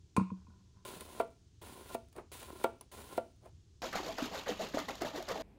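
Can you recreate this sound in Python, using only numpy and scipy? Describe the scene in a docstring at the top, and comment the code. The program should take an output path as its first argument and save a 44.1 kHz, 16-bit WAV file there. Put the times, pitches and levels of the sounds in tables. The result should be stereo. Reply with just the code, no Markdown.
"""A plastic bottle clacks and thuds as it is set on the tray of a powder dispenser. The lever is pushed
across four times: tiny random impacts grind like powder until ringing modes knock as the lever stops.
Then, abruptly, the closed bottle is shaken hard: bubbles and noise follow the drink as it slaps the base
and lid in turn. The shaking stops just as abruptly and leaves the quiet room, made of shaped noise."""
import sys
import numpy as np
from scipy import signal
from scipy.fft import rfft, irfft, next_fast_len
from scipy.io import wavfile
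from scipy.ndimage import map_coordinates

SR = 44100
rng = np.random.default_rng(int(sys.argv[2]) if len(sys.argv) > 2 else 0)


def put_to_file(sound):
    """Save the sound as 16-bit audio at rate SR, in the file named by the first command-line argument."""
    columns = np.atleast_2d(sound).T  # one column per channel
    safe = np.clip(columns, -1, 1)
    whole_steps = np.round(safe * 32767)
    wavfile.write(sys.argv[1], SR, whole_steps.astype(np.int16))


N = 246078
TIME = np.arange(N) / SR  # s, the whole scene
AGE = TIME[:SR // 2]  # s since a short sound began
SHAKE_FROM_S, SHAKE_TO_S = 3.819, 5.421


# Lever strokes: [start_s, stop_s, grind_db, extra_at_start_db, click_db, knock_db, bass_tilt_db per octave]
STROKES = [(0.851, 1.1974, -56, 9, -34, -22, 2), (1.615, 1.945, -55.5, 1.5, -34, -30, 7),
           (2.317, 2.6398, -57, 9.5, -25, -19, 2.5), (2.916, 3.1754, -56, 4, -34.5, -25.5, 4.5)]
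# Colour of the grinding powder: [pitch_hz, level_db per Hz]
GRIND_COLOUR = [(900, -1.5), (1800, 1.5), (3000, 4.5), (4000, 4.5), (5400, -2), (7500, 2.5), (9000, 2.5),
                (9900, 5.5), (10800, -5), (12300, -7.5), (14000, -4), (16000, 1)]
# Resonances of the housing: [pitch_hz, width_hz, level_db]
HOUSING_PEAKS = [(222.6, 99, -5), (378.6, 51, 2), (550, 300, -6.5), (1031, 51, 1), (1389, 54, -5.5)]
# Dull bumps of powder clumps and of the hand on the housing: [start_s, level_db, pitch_hz]
CLUMPS = [(0.961, -43.5, 168.4), (2.529, -36.5, 326), (3.527, -43.5, 90)]
EMPTY_S = 0.19  # the packed chamber loosens over this time
SQUEEZE_DB, SQUEEZE_S = 4.5, 0.08  # the wheel binds again just before the stop
OVERRUN_S = 0.01  # grinding goes on this long past the stop
HOUSING_DB = 0.7  # compared with the grind


def dosing_wheel():
    """Powder is ground between wheel and housing: a sudden dense rasp that eases as the chamber empties."""
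    flow_db = 1.0 * wobble(70)  # the powder feeds unevenly
    rasp = coloured(grit(rate=8000, spread_db=1.0), GRIND_COLOUR, NEAR_LIKENESS)
    rasp = amp(flow_db) * lead(rasp, samples=-3.5) * pan(0.7)
    drone_db = flow_db + 1.2 * wobble(36.0)
    drone = resonant(grit(rate=1000, spread_db=-5.0), HOUSING_PEAKS)
    drone = amp(drone_db) * lead(drone, samples=3.6) * pan(3.6)
    out = np.zeros((2, N))
    for start, stop, grind_db, packed_db, *_ in STROKES:
        packing_db = np.interp(TIME, [start, start + EMPTY_S], [packed_db, 0])
        binding_db = np.interp(TIME, [stop - SQUEEZE_S, stop], [0, SQUEEZE_DB])
        effort_db = packing_db + binding_db
        turning = (TIME > start) * (TIME < stop + OVERRUN_S)
        # the housing drones on more evenly than the rasp
        mixture = amp(effort_db) * rasp + amp(HOUSING_DB + 0.5 * effort_db) * drone
        out += turning * amp(grind_db) * mixture
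    for s, db, hz in CLUMPS:
        bump = bubble(hz, cycles=1.9, rise=0, t=AGE)
        add(out, s, amp(db) * bump * (1 - np.exp(-AGE / 0.0019)))
    return in_room(out, wet_db=-15.0)


# Ringing of the knocked housing: [pitch_hz, level_db, time_to_fall_60_db_s]
STOP_MODES = [(234, -26, 0.14), (449, 3, 0.022), (574.6, -9.5, 0.032), (676.7, -1.5, 0.11),
              (921, -2, 0.035), (1170, -21, 0.13), (1383, -4.5, 0.046), (2307, -9, 0.022)]
# Colour of the bright click: [pitch_hz, level_db per Hz]
CLICK_COLOUR = [(600, -4.5), (2000, 4.5), (4500, 2), (6000, -4.5), (9600, 7), (11500, -11), (16000, 0)]
# Colour of the dull thud under the knock: [pitch_hz, level_db per Hz]
THUD_COLOUR = [(120, -28.5), (330, -2.5), (500, 8.5), (750, 4.5), (1400, -23), (1800, -15.5), (2600, -15),
               (4000, -24.5), (7000, -45)]
# First reflections from nearby walls: [delay_s, gain]
WALLS = [(.0095, 0.19), (0.0165, 0.084), (0.021, .07)]


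def lever_stops():
    """A bright click of first contact, then the hollow housing knocks and nearby walls answer."""
    clicks, knocks = np.zeros((2, N)), np.zeros((2, N))
    for _, s, _, _, click_db, knock_db, low_db in STROKES:
        add(clicks, s, amp(click_db) * burst(CLICK_COLOUR, t60=0.02, attack=0.001))
        # a few strong modes stand on a dull thud of many damped ones
        modes = amp(-1.5) * ring(STOP_MODES, attack=0.0012, low_db=low_db)
        body = modes + amp(-4.0) * burst(THUD_COLOUR, t60=0.065, attack=0.0016)
        for delay, gain in [(0.0014, 0.95)] + WALLS:
            add(knocks, s + 0.0017 + delay, gain * amp(knock_db) * body * pan(2.5))
    return in_room(lead(clicks, samples=-3.0), wet_db=-17.0) + in_room(knocks, wet_db=-13.5)


# Grains cracking and the loose lever rattling: [start_s, tick_db, rattle_db]
TICKS = [(1.0077, -36, -52), (1.2095, -42, -45.5), (2.127, -55, -70), (2.1626, -48, -52.5),
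         (2.1819, -57.5, -39.5), (2.4151, -45, -53.5), (2.4284, -41.5, -62), (2.8098, -46, -56),
         (3.001, -48, -49.5), (3.4579, -59.5, -52.5)]
# Colour of the rattling plastic: [pitch_hz, level_db per Hz]
RATTLE_COLOUR = [(150, -7), (400, 7.5), (700, 3.5), (1100, -2), (1600, -11.5), (2500, -16), (6000, -37),
                 (14000, -43)]
# Ringing of the lever knob: [pitch_hz, level_db, time_to_fall_60_db_s]
KNOB_MODES = [(1006, 1.5, 0.036), (2120, -18, 0.081), (5950, 0, 0.024), (9700, 4, .012), (10560, 7, 0.013),
              (13700, -1, .012)]
FLICK_S = 2.8104  # a fingernail flicks the lever knob


def small_ticks():
    """Sharp ticks with duller plastic rattles, soft rubbing of the lever, and one flick of its knob."""
    out = np.zeros((2, N))
    for s, tick_db, rattle_db in TICKS:
        tick = lead(burst(CLICK_COLOUR, t60=0.028, attack=0.00051), samples=-3.5)
        rattle = burst(RATTLE_COLOUR, t60=0.11, attack=0.00049) * pan(1.9)
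        add(out, s, amp(tick_db) * tick)
        add(out, s, amp(rattle_db) * rattle)
    rubbing = coloured(grit(rate=3500, spread_db=-4), RATTLE_COLOUR, NEAR_LIKENESS)
    out += rub_level() * rubbing * pan(3.6)
    out = in_room(out, wet_db=-11)
    # a short dry ping, no room tail
    add(out, FLICK_S, amp(-49) * ring(KNOB_MODES, attack=0.0004) * pan(2.7))
    return out


# The released lever rubs on the housing: [middle_s, level_db, half_length_s]
RUBS = [(2.18, -51.5, 0.024), (3.458, -59, 0.029)]


def rub_level():
    """Each rub of the released lever swells and fades evenly."""
    return sum(amp(db) * np.exp(-((TIME - s) / length) ** 2) for s, db, length in RUBS)


TRICKLE_DB, TRICKLE_FADE_S = -70, 0.095  # stray powder after a stop
SHAKEN_LOOSE_DB = -13.5  # stray powder compared with a rub of the lever


def trickle():
    """Stray grains patter on the plastic after each stop, and whenever the lever rubs."""
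    grains = coloured(grit(rate=3000, spread_db=7), CLICK_COLOUR, NEAR_LIKENESS)
    after_stops = sum(envelope(stop, rise=0.005, hold=0.02, fade=TRICKLE_FADE_S)
                      for _, stop, *_ in STROKES)
    level = amp(TRICKLE_DB) * after_stops + amp(SHAKEN_LOOSE_DB) * rub_level()
    return level * in_room(grains, wet_db=-14)


# The bottle lands and rocks: [start_s, rim_clack_db, tray_thud_db, contact_s]
LANDING = [(0.1649, -22.5, -16.5, 0.00038), (0.1714, -12.5, -52, 0.0011), (0.1958, -17, -22, 0.0014),
           (0.3022, -27.5, -29, .0016), (0.468, -49, -48.5, 0.001)]
# Ringing of the bottle's hard rim: [pitch_hz, level_db, time_to_fall_60_db_s]
RIM_MODES = [(964, -2.5, 0.03), (1060, -2.5, 0.037), (1250, -17, 0.047), (1417, -14.5, 0.042),
             (2488, -1.5, 0.018), (2560, -19, .035), (2700, -27, 0.051)]
# Ringing of the tray: [pitch_hz, level_db, time_to_fall_60_db_s]
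TRAY_MODES = [(105, -2.5, 0.053), (186.2, -4, 0.22), (226, 3, 0.042), (314, -20.5, 0.17),
              (455, -6.5, 0.035), (563, -20, 0.037)]
# Colour of the crack at first touch: [pitch_hz, level_db per Hz]
CRACK_COLOUR = [(500, 4.5), (1200, -7.5), (1900, -10), (2450, -2), (3200, -15.5), (4400, -9), (5400, -16),
                (6500, -12.5), (9500, -11.5), (12000, -25), (16000, -27)]
# The bottle is nudged into place: [start_s, level_db]
NUDGES = [(0.348, -65), (.49, -64.5), (0.743, -66)]
NUDGE_RISE_S, NUDGE_HOLD_S, NUDGE_FADE_S = 0.015, 0.01, 0.09
TRAY_LAG_S = 0.011  # the water's weight follows the rim
TRAY_ATTACK_S, TRAY_YIELD = 0.0019, 2.9  # the thud's rise lengthens with the contact


def bottle_set_down():
    """The hard rim clacks, the weight of the water thuds on the tray, then the nudged bottle scrapes."""
    clacks, thuds, crack = np.zeros((3, 2, N))
    for s, clack_db, thud_db, contact in LANDING:
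        clack = soft(ring(RIM_MODES, attack=0.00038), contact)
        thud = soft(ring(TRAY_MODES, attack=TRAY_ATTACK_S + TRAY_YIELD * contact), 0.00053)
        add(clacks, s, amp(clack_db) * clack * pan(4.2))
        add(thuds, s + TRAY_LAG_S, amp(thud_db) * thud * pan(2.5))
    first_touch = amp(-29.5) * burst(CRACK_COLOUR, t60=0.046, attack=0.00024)
    first_touch += amp(-43) * burst(CLICK_COLOUR, t60=0.012, attack=0.0005)
    add(crack, LANDING[0][0], first_touch)
    # the thud is thinned gently below about 45 Hz
    thuds = filtered(thuds, lambda hz: (1j * hz / (1j * hz + 45)) ** 2)
    # resonances: pitch_hz, width_hz, level_db
    scrape = resonant(grit(rate=630, spread_db=3.5), [(186, 13.6, 9), (1010, 33, -1), (1430, 160, -16.0)])
    clacks += scrape * sum(amp(db) * envelope(s, NUDGE_RISE_S, NUDGE_HOLD_S, NUDGE_FADE_S)
                           for s, db in NUDGES)
    return in_room(lead(clacks, samples=3.6) + lead(crack, samples=-4.0), wet_db=-10) + thuds


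# Large air pockets closing: [start_s, level_db, pitch_hz]
GLUGS = [(3.955, -20, 680), (4.031, -29, 706), (4.223, -20, 273), (4.743, -20.5, 294), (4.772, -14, 624),
         (5.018, -23.5, 327), (5.048, -20.5, 607), (5.357, -21.5, 780)]
# Gouts of drink smack the plastic: [start_s, level_db]
GOUTS = [(3.929, -35.5), (4.1837, -35.5), (4.258, -35), (4.687, -44), (4.789, -30.5), (4.885, -42),
         (4.954, -40), (5.0187, -30), (5.2256, -39), (5.287, -32)]
# Colours of gulped air, splashes, foam spray and smacks: [pitch_hz, level_db per Hz]
GULP_COLOUR = [(60, -34), (150, -10.5), (290, -5), (450, -3.5), (650, 3), (850, -0.5), (1400, -13)]
SPLASH_COLOUR = [(350, -68), (750, 8), (1300, 8), (2100, 13), (2800, -2.5), (5000, -41)]
SPRAY_COLOUR = [(1500, 2.5), (2600, 1), (3800, -1.5), (5000, -2.5), (5700, -4), (6900, -1), (8500, -17.5),
                (11000, -14.5), (13500, -13.5), (16000, -19)]
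SLAP_COLOUR = [(300, -7), (700, 9.5), (1700, -3), (2600, -10), (4500, 3.5), (7000, -5.5), (9500, -16),
               (14000, -13)]
# How alike left and right are inside the shaken bottle's sound: [pitch_hz, likeness (1 = the same)]
WIDE_LIKENESS = [(200, 1), (550, 0.6), (1300, 0.98), (3000, 0.3), (7000, 0.15), (12000, 0.71)]
# the air cavity grows: (from Hz, to Hz, length s)
BASE_SWEEP, LID_SWEEP = (1900, 1020, 0.034), (790, 540, 0.0427)
LID_SWEEP_DB = -3  # compared with the lid surge


def shaking():
    """Each surge gulps air, splashes on the wall and sprays foam, between an abrupt start and end."""
    (gulp, splash, spray), glide = sloshing()
    big = bubbles(rate=330, pitch_hz=480 * glide, octaves=0.612, cycles=5.24, spread_db=6.0)
    big = big + 0.21 * unit(grit(rate=1300, spread_db=-2.5))
    small = bubbles(rate=450, pitch_hz=1300 * glide, octaves=0.44, cycles=5.8, spread_db=2.5)
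    small = small + 0.69 * unit(grit(rate=800, spread_db=4.5))
    foam = bubbles(rate=1100, pitch_hz=4200 * np.sqrt(glide), octaves=0.46, cycles=11.8, spread_db=4)
    foam = foam + 1.8 * unit(grit(rate=9000, spread_db=3.0))
    splash = splash * amp(1.15 * wobble(60))  # the drink lands in lumps
    spray = spray * amp(2.1 * wobble(140))  # foam bursts in clusters

    low = gulp * coloured(big, GULP_COLOUR, WIDE_LIKENESS) * pan(-5.0)
    for s, db, hz in GLUGS:
        add(low, s, amp(db) * bubble(hz, cycles=1.48, rise=-0.014, t=AGE) * pan(-4.5))
    for s, _, sweep_db, *_ in BASE_THROWS:
        add(low, s, amp(sweep_db) * swoop(*BASE_SWEEP, width_hz=500) * pan(-1.4))
    for s, db, *_ in LID_THROWS:
        add(low, s, amp(db + LID_SWEEP_DB) * swoop(*LID_SWEEP, width_hz=190) * pan(-3.7))

    splashes = splash * coloured(small, SPLASH_COLOUR, WIDE_LIKENESS) * pan(-2.4)
    sprays = spray * coloured(foam, SPRAY_COLOUR, WIDE_LIKENESS) * pan(2.9)
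    out = lead(low, samples=0.5) + lead(splashes, samples=-10) + lead(sprays, samples=-10)
    for s, db in GOUTS:
        add(out, s, amp(db) * burst(SLAP_COLOUR, t60=0.025, attack=0.00019))
    return in_room(out, wet_db=-11) * amp(-1.9) * (TIME > SHAKE_FROM_S) * (TIME < SHAKE_TO_S)


# The drink is thrown against the base, its front first, then its bulk:
# [start_s, front_db, sweep_db, bulk_lag_s, bulk_db]
BASE_THROWS = [(3.925, -44.5, -38.5, .024, -36), (4.176, -41, -39.5, 0.038, -39),
               (4.459, -46, -41.5, 0.016, -36.5), (4.734, -41.5, -56, .033, -37.5),
               (5.006, -41, -44.5, 0.037, -40.5), (5.279, -42, -43.5, 0.011, -39)]
# The drink is thrown back up into the lid: [start_s, level_db, rise_s, hold_s]
LID_THROWS = [(3.813, -41, 0.0052, 0.04), (4.028, -45, .004, 0.0904), (4.31, -40, 0.031, 0.0434),
              (4.589, -40, 0.016, 0.039), (4.88, -39, 0.0068, 0.0085), (5.133, -41, .025, 0.0278),
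              (5.353, -45, 0.0035, 0.011), (5.393, -42.5, 0.012, 0.0072)]
FRONT_SHAPE, BULK_SHAPE = (0.0069, 0.02, 0.0134), (0.008, 0.021, 0.029)  # (rise s, hold s, fade s)
LID_FADE_S = 0.0262
# what each kind of surge stirs up: (gulp dB, splash dB, spray dB)
FRONT_MIX, BULK_MIX, LID_MIX = (0.18, -0.7, -3.5), (0.76, -0.85, -2.8), (0.67, -1.84, -1.34)
# Churning between surges: [gulp_db, splash_db, spray_db]
CHURN = (-60.5, -58, -51.5)
# The drink thickens and dulls as it mixes: [gulp, splash, spray, each in dB per second]
THICKEN = (1.5, -0.41, -1.5)


def sloshing():
    """The throws set the levels of gulp, splash and spray, and the pitch of the trapped air."""
    surges = [(s, db, LID_MIX, (rise, hold, LID_FADE_S)) for s, db, rise, hold in LID_THROWS]
    for s, front_db, _, lag, bulk_db in BASE_THROWS:
        surges.append((s, front_db, FRONT_MIX, FRONT_SHAPE))
        surges.append((s + lag, bulk_db, BULK_MIX, BULK_SHAPE))
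    power = amp(CHURN)[:, None] ** 2 * np.ones(N)
    progress = np.zeros(N)
    for s, db, mix, (rise, hold, fade) in surges:
        surge = (amp(db) * amp(mix)[:, None] * envelope(s, rise, hold, fade)) ** 2
        power += surge
        progress += surge[1] * np.tanh((TIME - s - rise - hold / 2) / 0.026)
    # the front of a surge traps small pockets, its bulk larger ones: the pitch falls as it lands
    glide = 2 ** (-0.6 * progress / power[1])
    mixed_s = np.clip(TIME, SHAKE_FROM_S, SHAKE_TO_S) - (SHAKE_FROM_S + SHAKE_TO_S) / 2
    return np.sqrt(power) * amp(np.outer(THICKEN, mixed_s)), glide


# Colours of the quiet room, up to the start of the shaking and from then on: [pitch_hz, level_db per Hz]
HUSH_BEFORE = [(25, -21.5), (45, -12), (75, -2), (105, -5.5), (150, -15), (230, -23), (380, -23),
               (550, -40), (1000, -40.5), (2100, -43), (3300, -37.5), (6600, -36), (10000, -51.5),
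               (12000, -59)]
HUSH_AFTER = [(24, -83), (40, 0.5), (99, -6.5), (130, -12.5), (237, -7.5), (305, -12.5), (942, -23.5),
              (1340, -33), (2440, -29.5), (2980, -37), (16000, -53)]
# How alike left and right are in the room: [pitch_hz, likeness (1 = the same)]
STILL_LIKENESS = [(100, 0.89), (500, 0.4), (1500, 0.028), (8000, 0.053)]


def room_tone():
    """Low rumble and faint hiss from shaped noise, a little different once the shaking starts."""
    before = coloured(rng.standard_normal((2, N)), HUSH_BEFORE, STILL_LIKENESS)
    after = coloured(rng.standard_normal((2, N)), HUSH_AFTER, STILL_LIKENESS)
    return np.where(TIME < SHAKE_FROM_S, amp(-61) * before * pan(2.3), amp(-59.0) * after * pan(1.2))


# How long the room rings: [pitch_hz, time_to_fall_60_db_s]
ROOM_DECAY = [(150, 0.6), (600, 0.24), (3000, 0.37), (12000, 0.17)]


def in_room(x, wet_db):
    """A sound with the diffuse tail of a small room: noise that dies at its own rate at each pitch."""
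    hz, t, z = signal.stft(rng.standard_normal((2, SR // 2)), SR, nperseg=256)
    fading = z * amp(-60 * t / along(ROOM_DECAY, hz)[:, None])
    tail = signal.istft(fading, SR, nperseg=256)[1]
    tail = coloured(tail, [(1000, 0)], STILL_LIKENESS)
    tail = np.pad(tail / np.linalg.norm(tail[0]), ((0, 0), (SR // 200, 0)))  # starts 5 ms late
    return x + amp(wet_db) * signal.fftconvolve(x, tail, axes=1)[:, :N]


# How alike left and right are for close sounds: [pitch_hz, likeness (1 = the same)]
NEAR_LIKENESS = [(200, 1), (600, 0.75), (1300, 0.5), (3000, 0.1), (6500, 0.2), (10000, 1)]


def burst(spectrum, t60, attack):
    """A short dying puff of noise."""
    noise = coloured(rng.standard_normal((2, len(AGE))), spectrum, NEAR_LIKENESS)
    return noise * amp(-60 * AGE / t60) * (1 - np.exp(-AGE / attack))


def resonant(x, peaks):
    """x through (Hz, width Hz, dB) resonances of alternating sign, at rms 1."""
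    def body(f):
        return sum((-1) ** k * amp(db) * 1j * f * w / (c * c - f * f + 1j * f * w)
                   for k, (c, w, db) in enumerate(peaks))
    return unit(filtered(coloured(x, [(1000, 0)], NEAR_LIKENESS), body))


def ring(modes, attack, low_db=0):
    """Struck modes at slightly new strengths; low_db tilts them towards the bass, per octave."""
    hz, db, t60 = np.transpose(modes)[:, :, None]
    db = db + rng.normal(0, 1, hz.shape) - low_db * np.log2(hz / np.median(hz))
    sign = (-1) ** np.arange(len(hz))[:, None]
    waves = sign * amp(db - 60 * AGE / t60) * np.sin(2 * np.pi * hz * AGE)
    return np.sum(waves, 0) * (1 - np.exp(-(AGE / attack) ** 2))


def soft(sound, contact):
    """A longer contact (s) leaves the high modes unstruck."""
    return filtered(sound, lambda hz: 1 / (1 + 1j * hz * contact) ** 2)


def grit(rate, spread_db):
    """Two streams of tiny impacts of uneven size, about rate a second."""
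    hits = rng.random((2, N)) < rate / SR
    return hits * rng.standard_normal((2, N)) * amp(spread_db * rng.standard_normal((2, N)))


def bubble(hz, cycles, rise, t):
    """An air pocket rings for some cycles while its pitch climbs (negative rise: falls)."""
    life = hz * t / cycles
    tone = np.sin(2 * np.pi * hz * t * (1 + rise * np.minimum(life, 2) / 2))
    return tone * np.exp(-life) * (1 - np.exp(-2 * hz * t))


def bubbles(rate, pitch_hz, octaves, cycles, spread_db):
    """Two streams of bubbles of scattered size, their pitch scattered around a moving centre."""
    count = int(rate * N / SR)
    t = AGE[:SR // 30]
    streams = []
    for _ in range(2):
        start = rng.integers(0, N, (count, 1))
        pitch, size = rng.standard_normal((count, 2)).T[:, :, None]
        hz = np.minimum(pitch_hz[start] * 2 ** (octaves * pitch), SR / 3)
        waves = amp(spread_db * size) * bubble(hz, cycles, 0.057, t)
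        places = start + np.arange(len(t))
        streams.append(np.bincount(places.ravel(), waves.ravel(), N)[:N])
    return unit(np.array(streams))


def swoop(from_hz, to_hz, length, width_hz):
    """Turbulence rings a cavity whose pitch falls as it opens."""
    t = AGE[AGE < length]
    centre_hz = from_hz * (to_hz / from_hz) ** (t / length)
    jitter = np.sqrt(2 * np.pi * width_hz / SR) * rng.standard_normal(len(t))
    wave = np.sqrt(2) * np.sin(2 * np.pi * np.cumsum(centre_hz) / SR + np.cumsum(jitter))
    swell = np.sqrt(np.sin(np.pi * t / length))
    return filtered(wave * swell, lambda hz: 1 / (1 + (hz / (2 * from_hz)) ** 4))


def envelope(s, rise, hold, fade):
    """From time s: a straight rise, a hold and an exponential fade."""
    t = TIME - s
    return np.clip(t / rise, 0, 1) * np.exp(-np.maximum(t - rise - hold, 0) / fade)


def wobble(rate):
    """A smooth random curve, rate knots a second."""
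    return map_coordinates(rng.standard_normal(int(N * rate / SR) + 4), [TIME * rate])


def coloured(pair, spectrum, alike):
    """Two unrelated signals become a stereo sound of rms 1 with this spectrum and likeness."""
    def response(hz):
        turn = np.arccos(np.clip(along(alike, hz), -1, 1)) / 2
        return amp(along(spectrum, hz)) * [np.cos(turn), np.sin(turn)]
    mid, side = filtered(pair, response)
    return unit(np.array([mid + side, mid - side]))


def lead(x, samples):
    """The sound reaches the left channel earlier than the right (negative: later)."""
    return filtered(x, lambda hz: np.exp(1j * np.pi * hz / SR * samples * np.array([[1], [-1]])))


def pan(db):
    """Gains of the two channels for a left-right difference."""
    return amp([[db / 2], [-db / 2]])


def filtered(x, response):
    """x times a response of frequency."""
    n = x.shape[-1]
    m = next_fast_len(n + 8192)  # spare room at the end for ringing
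    return irfft(rfft(x, m) * response(np.fft.rfftfreq(m, 1 / SR)), m)[..., :n]


def along(points, hz):
    """Read between (Hz, value) points on a log axis."""
    f, v = np.transpose(points)
    return np.interp(np.log(hz + 1), np.log(f), v)


def add(track, s, sound):
    """Mix a sound in at time s."""
    start = round(s * SR)
    track[..., start:start + sound.shape[-1]] += sound[..., :N - start]


def amp(db):
    """Decibels to a plain gain."""
    return 10 ** (np.asarray(db) / 20)


def unit(x):
    """Scale to rms 1."""
    return x / np.sqrt(np.mean(x ** 2) + 1e-20)


def scene():
    """The dispenser, the bottle landing and being shaken, and the room behind them."""
    dispenser = dosing_wheel() + lever_stops() + small_ticks() + trickle()
    return dispenser + bottle_set_down() + shaking() + room_tone()


TOP_HZ = 15850


def record(dry):
    """Nothing is kept above the band limit: a straight slope 400 Hz wide ends the treble."""
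    return filtered(dry, lambda hz: np.clip((TOP_HZ + 200 - hz) / 400, 0, 1))


dry = scene()
out = record(dry)
put_to_file(out)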